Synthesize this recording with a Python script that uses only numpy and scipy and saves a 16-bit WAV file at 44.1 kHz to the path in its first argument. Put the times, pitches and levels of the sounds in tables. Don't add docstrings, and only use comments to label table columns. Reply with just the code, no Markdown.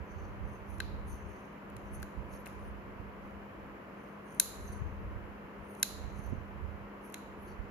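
import sys
import numpy as np
from scipy import signal
from scipy.fft import rfft, irfft, next_fast_len
from scipy.io import wavfile

SR = 44100
rng = np.random.default_rng(int(sys.argv[2]) if len(sys.argv) > 2 else 0)


def int16_out(signal):
    q = np.round(np.clip(np.atleast_2d(signal).T, -1, 1) * 32767)
    wavfile.write(sys.argv[1], SR, q.astype(np.int16))


def boost(x):
    u = np.asarray(x, float) / 20
    return 10 ** u


N = 339570
SLOW = 40
LEFT_LAG = 5


def rms_one(x):
    return x / np.sqrt(np.mean(x ** 2) + 1e-20)


def at_hz(points, hz, column=1):
    points = np.array(points)
    return np.interp(np.log(hz + 1), np.log(points[:, 0]), points[:, column])


def at_samples(slow):
    return np.interp(np.arange(N) / SLOW, np.arange(len(slow)), slow)


def drift(hz):
    lowpass = signal.butter(2, hz, fs=SR / SLOW, output="sos")
    slow = signal.sosfilt(lowpass, rng.standard_normal(N // SLOW + 4002))[4000:]
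    return at_samples(rms_one(slow))


def swell_db(peak_s, half_s, edge_db, sharp):
    t = np.arange(N // SLOW + 1) * SLOW / SR
    return edge_db * (np.abs(t - peak_s) / half_s) ** sharp


def resonate(x, hz, width_hz):
    r = np.exp(-np.pi * width_hz / SR)
    return signal.lfilter([(1 - r * r) / 2, 0, (r * r - 1) / 2], [1, -2 * r * np.cos(2 * np.pi * hz / SR), r * r], x)


# (frequency [Hz], left-right likeness [-1 to 1])
PORT_LIKENESS = [(60, 1), (150, 0.97), (380, 0.77), (950, 0.26), (2380, 0.17), (5980, -0.14),
                 (15000, -0.02)]
# (frequency [Hz], left minus right [dB])
PORT_LEAN = [(100, 0.5), (300, 1), (1000, 1), (2000, 1), (2800, -5.5), (4000, -1.5), (6000, -6),
             (7400, -8.5), (8000, 1), (9500, 2.5), (11000, 1.5), (15000, 2)]


def steady(spectrum, level_db, above_hz):
    size = next_fast_len(N)
    hz = np.fft.rfftfreq(size, 1 / SR)
    alike = np.clip(at_hz(PORT_LIKENESS, hz), 0, 1)
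    shared, left, right = rfft(rng.standard_normal((3, size)))
    late = np.exp(-2j * np.pi * hz * LEFT_LAG / SR)
    common = shared * np.array([late, np.ones_like(late)])
    pair = np.sqrt(alike) * common + np.sqrt(1 - alike) * np.array([left, right])
    lean_db = at_hz(PORT_LEAN, hz) * np.array([[.5], [-.5]])
    pair = pair * boost(at_hz(spectrum, hz) + lean_db)
    measure = np.std(irfft(pair.mean(axis=0) * (hz > above_hz), size))
    return boost(level_db) / measure * irfft(pair, size)[:, :N]


# (frequency [Hz], level [dB per Hz])
HISS_COLOUR = [(2500, -18), (3300, -3.5), (4100, 2), (5100, -16), (6400, -29), (7400, -0.5), (7900, -22),
               (9200, -9.5), (10500, 0), (12200, 2.5), (15700, -5.5)]


def hiss():
    return steady(HISS_COLOUR, level_db=-80.5, above_hz=2500)


# (frequency [Hz], level [dB per Hz])
RUSH_COLOUR = [(30, -36), (45, -8.5), (103, -15.5), (170, -6.5), (228, -9), (300, -8), (420, -8.5),
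               (560, -10), (800, -15), (990, -11), (1430, -16), (2170, -21), (3050, -29), (3600, -39.5)]


def air_rush():
    lowpass = signal.butter(2, 4200, fs=SR, output="sos")
    return signal.sosfilt(lowpass, steady(RUSH_COLOUR, level_db=-50.5, above_hz=180))


# (frequency [Hz], level [dB rms])
MOTOR_LINES = [(201.8, -54), (102.7, -68)]


def motor():
    t = np.arange(N) / SR
    hum = np.zeros(N)
    for hz, db in MOTOR_LINES:
        strength = boost(db + 3 + 1.1 * drift(2.7))
        hum += strength * np.sin(2 * np.pi * hz * t + 0.35 * drift(5.3))
    return np.array([np.roll(hum, LEFT_LAG), hum])


# (time of peak [s], level [dB], left minus right [dB], half length [s])
DRAUGHT_GUSTS = [(0.0, -34.5, -24, 0.028), (0.194, -43, -13, 0.073), (.3, -47.5, -2, 0.084),
                 (0.45, -40, -11, 0.09), (0.703, -49, -19, .12), (.9, -41, -11, 0.13),
                 (1.103, -45.5, 3, 0.17), (1.278, -49.5, 12, 0.047), (1.772, -47.5, -15, 0.067),
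                 (1.987, -43, -9, .06), (1.92, -52, 13, 0.11), (2.19, -39, -24, 0.029),
                 (2.295, -50, -13, 0.12), (2.676, -43, -9, 0.12), (3.0, -53.5, -11, .15),
                 (3.34, -56, 1.5, .2), (3.634, -53.5, -11, 0.07), (4.63, -49.5, -0.1, .13),
                 (4.841, -39.5, 5, .08), (5.05, -42, 8, .09), (5.2, -46, -16, 0.16),
                 (5.613, -50.5, 13, .04), (5.95, -50.5, -24, .05), (6.05, -40, -17, .05),
                 (6.221, -44.5, -20.5, 0.17), (6.34, -34, -11, 0.048), (6.636, -40.5, -18, .11),
                 (6.83, -56, -15, 0.055), (7.36, -54.5, -11, .13), (7.652, -48, -21, .15)]


def draught():
    calm_db, edge_db, sharp = -66.5, -9.5, 1.5
    out = np.zeros((2, N))
    band = signal.butter(2, [45, 95], "band", fs=SR, output="sos")
    for side, sign in enumerate((1, -1)):
        gain = boost(calm_db)
        for s, db, pan_db, half_s in DRAUGHT_GUSTS:
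            share = 1 / np.sqrt(1 + boost(-2 * sign * pan_db))
            gain = gain + share * boost(db + 4 + swell_db(s, half_s, edge_db, sharp))
        lumps = rng.standard_normal(N) * boost(0.83 * drift(19))
        out[side] = rms_one(signal.sosfilt(band, lumps)) * at_samples(gain)
    return out


# (time [s], peak level [dB], port [0 left, 1 right], swing [ms], first swing [+1 in, -1 out])
HARD_BUFFETS = [(2.201, -36, 1, 7, 1), (3.003, -33, 1, 4.8, 1), (4.701, -30.5, 1, 4.8, -1),
                (4.82, -23.5, 0, 4.1, -1), (4.924, -30, 0, 5.1, -1), (5.061, -32, 0, 5.3, 1),
                (5.162, -28.5, 1, 5.8, 1), (6.05, -30.5, 1, 9.9, 1), (6.195, -30, 1, 3.4, -1),
                (6.326, -27.5, 1, 1.47, 1), (6.334, -22.5, 1, 2.3, 1), (6.355, -36, 1, 4.8, 1),
                (7.6, -28, 1, 7, 1)]


def buffets():
    half = 1300
    out, t = np.zeros((2, N)), np.arange(-half, half) / SR
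    for s, db, port, swing_ms, sign in HARD_BUFFETS:
        phase = t * 1000 * np.sqrt(2) / swing_ms
        at = round(s * SR) - half
        out[port, at:at + len(t)] -= sign * phase * np.exp(-phase ** 2) * boost(db + 7.5)
    return out


# (frequency [Hz], width [Hz], level [dB])
ROOM_SPREAD = [(11000, 2400, 3.5), (6460, 1800, -3.5), (4020, 390, 7.5), (2400, 1500, 3.5), (1570, 300, -4)]


def snaps_to_room():
    out, table = np.zeros(N), np.array(all_snaps())
    at = np.round(table[:, 0] * SR).astype(int)
    for part, (hz, width_hz, spread_db) in enumerate(ROOM_SPREAD):
        clicks = np.full(N, 1e-18)
        clicks[at] = boost(table[:, part + 1] + 29 + spread_db)
        out += resonate(clicks, hz, width_hz) * (-1) ** part
    return out


# (frequency [Hz], t60 [s], left level [dB], right level [dB])
WALL_ANSWER = [(1200, .5, -48, -47.5), (2440, 0.45, -45, -45), (3480, 0.74, -52.5, -50.5),
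               (4020, 0.76, -50.5, -48), (4910, .6, -47, -40), (7200, 0.67, -48, -41.5),
               (8230, 0.51, -61, -56.5), (9260, 0.49, -49.5, -56), (11000, 0.5, -49, -50),
               (13050, 0.38, -49.5, -48.5), (14300, .4, -50, -50), (15160, 0.32, -58, -58)]


def walls(x):
    t = np.arange(round(.9 * SR)) / SR
    answer, edges = np.zeros((2, len(t))), np.geomspace(1000, 16000, 33)
    for low, high in zip(edges, edges[1:]):
        bandpass = signal.butter(2, [low, high], "band", fs=SR, output="sos")
        band = signal.sosfilt(bandpass, rng.standard_normal((2, len(t))))
        hz = np.sqrt(low * high)
        level_db = np.array([[at_hz(WALL_ANSWER, hz, column=2)], [at_hz(WALL_ANSWER, hz, column=3)]])
        answer += band * boost(level_db - 60 * t / at_hz(WALL_ANSWER, hz))
    answer *= np.clip((t - .004) / 0.01, 0, 1)
    return signal.fftconvolve(answer, x[None], axes=1)[:, :N]


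# (frequency [Hz], width [Hz], left level [dB], right level [dB])
FRICTION_RINGS = [
    [(4470, 90, 2.5, -4)],
    [(5554, 40, -13, -3.5), (6020, 58, -21, 1.5), (6280, 140, -7.5, 4.5), (6680, 85, -12, -2.5)],
    [(9560, 44, 6.5, -19.5), (9980, 83.7, 4.5, -10), (9060, 120, 0.5, -25.5), (11920, 60, -10.5, -3)],
    [(11000, 80, 0.5, -26), (11400, 130, 5, -16.5), (10650, 55, -3, -4)],
]
# (time of peak [s], length [s], level [dB], place [0 pivot, 1 jaw, 2 blade, 3 tip])
FRICTION_STROKES = [(.19, 0.3, -79, 0.6), (.52, .16, -78, 1.5), (.726, .12, -72.5, 3),
                    (.72, .14, -78.5, 1.1), (1.114, .11, -71, 3), (1.116, .1, -73.5, 0.9),
                    (1.35, 0.37, -77.5, 1.25), (1.86, .04, -75, 1.5), (1.945, 0.037, -60.5, 3),
                    (1.98, .14, -70.5, 4), (1.96, .15, -77.5, 1), (2.342, 0.09, -71, 0.5),
                    (2.35, .13, -71, 3), (2.52, .06, -79, 2.5), (2.634, .14, -78, 1.7),
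                    (3.27, .12, -83, 1.5), (4.06, .22, -83.5, 1.5), (4.34, .16, -69.5, 1.7),
                    (4.383, .04, -66, 4.5), (4.67, .24, -74, 1.1), (4.68, .18, -66.5, 3.5),
                    (4.718, .08, -66, -1), (5.73, .22, -75, 2), (5.813, .04, -66, 3), (6.2, 0.4, -76, 0.8),
                    (6.22, .18, -71, 3.5), (7.066, .08, -73.5, 3), (7.07, .1, -79, 1.5),
                    (7.455, .14, -73, 3), (7.494, .08, -72, .51)]


def creak():
    edge_db, sharp, loss_db_per_place = -12, 2.6, 12
    out = np.zeros((2, N))
    sizes = boost(3 * np.minimum(rng.exponential(1, N), 4)) * rng.choice([-1, 1], N)
    slips_per_s = 2500 * boost(5 * drift(25))
    grains = sizes * (rng.random(N) < slips_per_s / SR) + 0.18 * rng.standard_normal(N)
    for place, rings in enumerate(FRICTION_RINGS):
        gain = 0
        for s, length_s, db, at in FRICTION_STROKES:
            loss_db = loss_db_per_place * abs(place - at)
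            gain = gain + boost(db - loss_db + swell_db(s, length_s / 2, edge_db, sharp))
        force = grains * at_samples(gain) + 1e-18
        for hz, width_hz, *ports_db in rings:
            scale = np.std(resonate(grains, hz, width_hz))
            late = rng.integers(0, 300)
            ringing = resonate(np.roll(force, late) * boost(3.9 * drift(20)), hz, width_hz) / scale
            out += ringing * boost(np.array(ports_db))[:, None]
    return out


# (time [s], tip level [dB], loss from tip to pivot [dB], shank level [dB], handle level [dB])
NAIL_BREAKS = [
    (.8013, -40, -11, -35.5, -29.5),
    (1.7645, -48.5, 3.5, -47.5, -66),
    (2.0272, -41, 4, -51, -39.5),
    (2.4572, -48, 2, -53, -51),
    (2.4602, -47.5, 7, -48.5, -55),
    (2.4655, -60, 1.5, -40, -54),
    (4.3971, -14, 5.5, -32.5, -36),
    (5.8275, -19, 0.1, -29.5, -34),
    (7.1412, -37, -1.5, -38.5, -45.5),
]
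# (time [s], tip level [dB], loss from tip to pivot [dB])
BLADE_TICKS = [(.7816, -54.5, 5), (1.699, -58, 8), (1.999, -54, 19), (2.0195, -52, 18), (2.335, -60, -6),
               (2.4723, -44.5, 34), (2.4825, -62, 8), (2.4965, -59, 14), (4.346, -50.5, 23),
               (5.7482, -52, 7), (5.797, -47.5, 16), (7.0984, -51, 23), (7.1226, -49, 17), (7.1776, -53, 9)]


def all_snaps():
    jaw_share, tick_grip_db = .5, -67.5
    rows = list(NAIL_BREAKS) + [(*tick, tick_grip_db, tick_grip_db) for tick in BLADE_TICKS]
    snaps_db = []
    for s, tip, loss, shank, handle in rows:
        snaps_db.append((s, tip, tip - jaw_share * max(loss, 0), tip - loss, shank, handle))
    return sorted(snaps_db)


# (frequency [Hz], t60 [s], left level [dB], right level [dB])
STEEL_MODES = [
    [(8930, 0.0057, -1, -15.5), (9550, 0.01, 3.5, -17.5), (10160, .01, 0, -3), (10850, .012, 1, -10.5),
     (11240, 0.0032, 13, -12), (10560, 0.013, -8, -5.5), (12400, .012, -11, -15), (12500, .012, -10, -11),
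     (12560, .012, -17.5, -19), (14500, .01, -21.5, -23.5)],
    [(5910, .012, -8, 2), (6500, 0.013, -4.5, -2), (7080, .014, -5.5, 3.5), (7250, 0.0079, -10, -4)],
    [(4030, .02, -8.5, 2), (4390, .016, -12.5, -12.5)],
    [(2089, 0.018, -3, 2), (2594, 0.026, -1.5, -2), (3290, 0.027, -12.5, -14.5)],
    [(1563, 0.031, 5.5, 2), (1410, .015, -15.5, -14.5)],
]


def snaps():
    tear_s, splinter_hz = .0015, 5500
    out, t = np.zeros((2, N)), np.arange(round(.06 * SR)) / SR
    splinters = np.where(t < tear_s, .012, 0.034 * np.exp(-((t - tear_s) / 0.0027) ** 2))
    choke = np.exp(-(t / 0.01) ** 4)
    for s, *parts_db in all_snaps():
        at, mode = round(s * SR), 0
        free = np.clip((max(parts_db) + 54) / 32, .3, 1)
        for modes, part_db in zip(STEEL_MODES, parts_db):
            for hz, t60, *ports_db in modes:
                noise = rng.standard_normal((2, len(t)))
                force = noise * splinters * min(hz / splinter_hz, 1)
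                force[:, round(tear_s * SR)] += (-1) ** mode * free * np.array([.6, .2])
                ring_s = t60 * (free if hz > splinter_hz else np.sqrt(free))
                width_hz = np.log(1000) / np.pi / ring_s
                ringing = resonate(force, hz, width_hz) * choke
                energy = np.array([[.36], [.2]]) * SR / (4 * np.pi * width_hz)
                ringing *= np.sqrt(energy / np.sum(ringing ** 2, axis=1, keepdims=True))
                out[:, at:at + len(t)] += ringing * boost(part_db + 6 + np.array(ports_db))[:, None]
                mode += 1
    return signal.sosfilt(signal.butter(3, [1250, 13800], "band", fs=SR, output="sos"), out)


def scene():
    background = hiss() + air_rush() + motor() + draught() + buffets()
    rubbing = creak()
    room = walls(snaps_to_room() + boost(-0.5) * rubbing.sum(axis=0))
    return background + room + rubbing + snaps()


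def low_pass(x):
    return signal.sosfilt(signal.butter(12, 15810, fs=SR, output="sos"), x)


def record(dry):
    dry = dry - 0.6 * resonate(dry, 8120, 930)
    dry = signal.sosfilt(signal.butter(2, 31, "high", fs=SR, output="sos"), dry)
    mix = signal.sosfilt(signal.ellip(8, .5, 60, 15780, fs=SR, output="sos"), dry)
    return low_pass(mix)


dry = scene()
out = record(dry)
int16_out(out)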